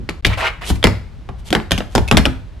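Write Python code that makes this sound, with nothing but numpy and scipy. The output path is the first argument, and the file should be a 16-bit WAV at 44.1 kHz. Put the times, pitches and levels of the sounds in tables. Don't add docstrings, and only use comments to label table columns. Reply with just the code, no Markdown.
import sys
import numpy as np
from scipy import signal
from scipy.io import wavfile
from scipy.ndimage import uniform_filter1d

SR = 44100
rng = np.random.default_rng(int(sys.argv[2]) if len(sys.argv) > 2 else 0)


def log_audio(samples):
    frames = np.atleast_2d(samples).T
    limited = np.clip(frames, -1, 1)
    pcm = np.round(limited * 32767).astype(np.int16)
    wavfile.write(sys.argv[1], SR, pcm)


N = 114660

# start_s, click_db, ring_hz, clack_db, sizzle_db
TAPS = [(0.0898,-16,2050,-19.5,-35),(0.0932,-21.5,2560,-24.5,-26),(0.2479,-8,3200,-24,-24),(0.2499,-3.5,1860,-15,-19),(0.2580,-19,3430,-34,-21),(0.2655,-21,4980,-20.5,-16.5),
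        (.7020,-32,1410,-16.5,-29),(0.8281,-11.5,3360,-24,-31),(0.8404,2,3186,-4.5,-8),(.8490,-12,1940,-14,-35),(0.8698,-15,2600,-12,-16.5),(1.289,-31.5,890,-25.5,-46),
        (1.5044,-24,3280,-29,-26.5),(1.5273,-9.5,3250,-9,-18),(1.5374,-20,3670,-32,-30),(1.5503,-6.5,3170,-10.5,-21.5),(1.5594,-19.5,1210,-17,-47),(1.6000,-23,1190,-30.5,-60),(1.7088,-15.5,3160,-16.5,-19),(1.7179,-4,3135,-14.5,-11.5),
        (1.7780,-17,2820,-24.5,-23),(1.7845,-23.5,3370,-38,-27),(1.8048,-22,2870,-17,-41),(1.9513,-28,1450,-6.5,-13),(1.9588,-13.5,5120,-25,-25),(1.9791,-14.5,3400,-9.5,-23),
        (2.1123,-4,2720,-6.5,-13.5),(2.1240,-23,2670,-11.5,-28),(2.146,-23,2840,-20,-53),(2.1700,-0.5,3536,-10.5,-10),(2.1744,-10,2810,-11,-15.5),(2.1814,-13,3320,-18,-22),(2.2540,-5.5,2930,-15,-18.5),(2.2608,-16.5,5160,-15.5,-27.5)]
# start_s, level_db
GRAZES = [(2.0779,-23),(2.085,-19.5)]
# freq_hz, gain_db
HISS = [(100,-6),(600,-1),(1500,-10),(3200,2),(5000,-4),(7500,-6.5),(10500,-8.5),(13500,-17.5)]
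APART = 0.43


def amp(db):
    return 10 ** (np.asarray(db) / 20)


def read(points, hz):
    freqs, values = np.transpose(points)
    return np.interp(np.log(hz + 1), np.log(freqs + 1), values)


def unit(x):
    return x / np.sqrt(np.mean(x ** 2) + 1e-20)


def crest(x, size):
    return x / np.sqrt(uniform_filter1d((x ** 2).mean(0), size).max() + 1e-20)


def add(mix, start_s, sound):
    part = mix[:, max(round(start_s * SR), 0):][:, :sound.shape[1]]
    part += sound[:, :part.shape[1]]


def colour(x, spectrum, size=4096):
    log_gain = np.log(amp(read(spectrum, abs(np.fft.fftfreq(size, 1 / SR)))))
    impulse = np.fft.ifft(np.exp(np.conj(signal.hilbert(log_gain)))).real[:size // 2]
    return signal.fftconvolve(x, impulse[None], axes=1)[:, :x.shape[1]]


def stereo_noise(size, apart=APART):
    mid, side = rng.standard_normal((2, size))
    return np.array([mid + apart * side, mid - apart * side])


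def air(level_db=-32):
    # freq_hz, gain_db
    rumble = [(20,-16),(45,1),(68,-2),(100,-9),(160,-16),(400,-30),(3900,-46),(13000,-66.5)]
    return amp(level_db) * unit(colour(stereo_noise(N + SR // 8), rumble)[:, -N:])


def ring(modes, t, detune, apart):
    out = np.zeros((2, len(t)))
    for hz, db, t60 in modes:
        phase, shift, skew = rng.uniform(-0.93, 1, 3)
        angle = 2 * np.pi * hz * (1 + detune * shift) * t + np.pi * phase
        out += amp(db - 60 * t / t60) * np.sin(angle + apart * skew * np.array([[1], [-1]]))
    return out


def platform(boom_rise_s=0.011, knock_rise_s=0.0029, lean_db=0.8):
    # start_s, boom_db, knock_db
    steps = [(0,-31,-30),(0.094,-36,-32.5),(0.251,-18,-26),(0.267,-15.5,-20),(0.699,-12.5,-19),(0.843,-12,-8.5),(.868,-18,-19),(1.287,-28.5,-37.5),(1.504,-37,-21.5),(1.552,-24.5,-16.5),(1.714,-19.5,-15.5),(1.779,-25,-23),(1.953,-16.5,-13),(1.976,-14,-24),(2.116,-14.5,-13),(2.137,-13.5,-16),(2.17,-15,-13),(2.266,-19,-16.5)]
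    # pitch_hz, level_db, t60_s
    boom_modes = [(31.64,-12.5,0.49),(46.7,11,0.089),(63.8,0.5,0.38),(85.24,-7.5,0.41),(101.46,-5.5,0.44),(122,-7.5,0.27)]
    # pitch_hz, level_db, t60_s
    knock_modes = [(132,-3,0.23),(159.5,-6,0.28),(184.6,-1,0.22),(212.3,2.5,0.14),(237.7,-2.5,0.22),(309.7,-2.5,0.14),(347.6,-6.5,0.14),(438,-7,0.083)]
    t = np.arange(SR // 2) / SR
    for start_s, boom_db, knock_db in steps:
        boom = ring(boom_modes, t, detune=0.05, apart=0.99) * (1 - np.exp(-(t / boom_rise_s) ** 2))
        knock = ring(knock_modes, t, detune=0.1383, apart=0.62) * (1 - np.exp(-t / knock_rise_s))
        thud = amp(boom_db) * crest(boom, size=1400) + amp(knock_db) * crest(knock, size=700)
        yield start_s, thud * amp([[lean_db], [-lean_db]])


def grain(size, depth_db):
    roughness = unit(uniform_filter1d(rng.standard_normal(size), size=36))
    return unit(amp(depth_db * np.clip(roughness, -2, 2)))


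def burst(t, decay_s, spectrum, push=0, size=64, contact_s=0.0007, rattle_db=-15.5, rattle_s=0.0058):
    rattle = amp(rattle_db) * np.exp(-t / rattle_s) * grain(len(t), depth_db=11.5)
    force = stereo_noise(len(t)) * (np.exp(-t / decay_s) + rattle) * np.minimum(t / contact_s, 1)
    force[:, int(SR * contact_s)] += push
    return crest(colour(force, spectrum), size)


def taps(click_trim_db=-4):
    # freq_hz, gain_db
    click_eq = [(200,-56),(900,-24),(1600,1.5),(2500,2),(3700,-0.5),(5000,-12),(7000,-38.5)]
    clack_eq = [(100,-31.5),(300,6),(550,4),(1300,-3),(1800,-11),(4000,-59)]
    sizzle_eq = [(500,-62),(3000,6.5),(5200,6.5),(7000,0),(10500,-4),(13500,-10)]
    t = np.arange(SR // 12) / SR
    for start_s, click_db, _, clack_db, sizzle_db in TAPS:
        click = amp(click_db + click_trim_db) * burst(t, decay_s=0.0018, spectrum=click_eq, push=4.35)
        clack = amp(clack_db) * burst(t, decay_s=0.0037, spectrum=clack_eq, push=8.1, size=128)
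        sizzle = amp(sizzle_db) * burst(t, decay_s=0.0028, spectrum=sizzle_eq)
        yield start_s, click + clack + sizzle


def plates(peak_s=0.00094, ring_trim_db=-0.5):
    # pitch_hz, level_db, t60_s
    free_modes = [(2590,1,0.065),(3700,-6,0.027),(2220,-2,0.039)]
    out = np.zeros((2, N))
    t = np.arange(SR // 16) / SR
    choke = t / peak_s * np.exp(-0.5 * (t / peak_s) ** 2)
    for start_s, click_db, ring_hz, _, _ in TAPS:
        modes = [(ring_hz, 0, np.inf), (ring_hz * 0.625, -10.5, np.inf)]
        tick = ring(modes, t, detune=0.0093, apart=0.24) * choke
        add(out, start_s, amp(click_db + ring_trim_db) * crest(tick, size=48))
    for start_s, level_db in GRAZES:
        ping = ring(free_modes, t, detune=0.012, apart=0.61)
        add(out, start_s, amp(level_db) * crest(ping, size=48))
    return out


def resonate(x, hz, width_hz):
    turn = np.exp(2j * np.pi * np.cumsum(hz) / SR)
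    pole = np.exp(-np.pi * width_hz / SR)
    return 2 * (turn * signal.lfilter([1 - pole], [1, -pole], x / turn)).real


def brushes(from_hz=680, to_hz=2620, sweep_db=-2.5, grain_db=2.5, lift_s=0.0083):
    # start_s, press_s, hold_s, level_db, hiss_share (0-1)
    strokes = [(0.279,0.024,0.036,-26,0),(0.371,0.0048,0.038,-22.5,0.02),(0.393,0.037,0.047,-17.5,0),(0.61,0.0043,0.027,-29,0.01),(.637,0.055,0.012,-24.5,0.98),(0.728,0.024,0.0069,-37.5,0.66),(1.376,0.013,0.014,-53,1),(1.443,0.038,0.0046,-38,0.99),(1.892,0.034,0.014,-45.5,0.9)]
    # freq_hz, gain_db
    scrape_eq = [(100,-15.5),(400,0),(700,4.5),(1100,1.5),(2000,5),(2900,2.5),(4000,-5),(6000,-15),(13000,-29)]
    t = np.arange(SR // 5) / SR
    for start_s, press_s, hold_s, level_db, hiss_share in strokes:
        roll = np.minimum(t / (press_s + hold_s), 1) ** 2
        grit = stereo_noise(len(t)) * grain(len(t), grain_db * (1 + roll))
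        scrape = colour(grit, scrape_eq)
        sweep = resonate(scrape, from_hz * (to_hz / from_hz) ** roll, width_hz=550)
        rasp = unit(unit(scrape) + amp(sweep_db) * unit(sweep))
        rub = np.sqrt(1 - hiss_share) * rasp + np.sqrt(hiss_share) * unit(colour(grit, HISS))
        pressure = np.minimum(t / press_s, 1) * np.exp(-np.maximum(t - press_s - hold_s, 0) / lift_s)
        yield start_s, amp(level_db) * rub * pressure


def scuffs(trim_db=-6):
    t = np.arange(SR // 12) / SR
    for start_s, level_db in GRAZES:
        yield start_s, amp(level_db + trim_db) * burst(t, decay_s=0.0037, spectrum=HISS)


def garden(x, near_db=-6, near_s=0.013, echoes_per_s=2500, tail_db=-10, tail_rise_s=0.0058):
    # freq_hz, t60_s
    decay_times = [(100,0.31),(1500,0.4),(12000,0.37)]
    # freq_hz, gain_db
    wall_eq = [(60,-10),(250,0),(1200,2.4),(4000,-2.5),(12000,-2.5)]
    t = np.arange(SR * 3 // 4) / SR
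    scatter = stereo_noise(len(t), apart=0.22) * (rng.random(len(t)) < echoes_per_s / SR)
    scatter *= (t > 0.002) * np.exp(-t / near_s)
    hz, frame_s, bands = signal.stft(stereo_noise(len(t)), SR, nperseg=256)
    bands *= amp(-60 * frame_s / read(decay_times, hz)[:, None])
    tail = signal.istft(bands, SR, nperseg=256)[1][:, :len(t)]
    tail *= 1 - np.exp(-t / tail_rise_s)
    echoes = (amp(near_db) * unit(scatter) + amp(tail_db) * unit(tail)) / np.sqrt(len(t))
    return signal.fftconvolve(x, colour(echoes, wall_eq), axes=1)[:, :N]


def scene(spot_count=7, lean_db=0.35):
    spots = np.zeros((spot_count, 2, N))
    for k, (start_s, sound) in enumerate([*taps(), *scuffs(), *brushes(), *platform()]):
        add(spots[k % spot_count], start_s, sound)
    footwork = sum(spot + garden(spot) for spot in spots)
    return (footwork + plates() + air()) * amp([[lean_db], [-lean_db]])


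def record(dry, dip_start_s=0.2095, dip_end_s=0.224, dip_db=-29, cutoff_hz=13600):
    t = np.arange(N) / SR
    in_dip = 1.0 * ((t > dip_start_s) & (t < dip_end_s))
    dip = amp(dip_db * uniform_filter1d(in_dip, size=100))
    clipped = np.clip(dry * dip, -1, 1)
    lowpass = signal.firwin(255, cutoff_hz, window=("kaiser", 8), fs=SR)
    return signal.oaconvolve(clipped, lowpass[None], "same")


dry = scene()
out = record(dry)
log_audio(out)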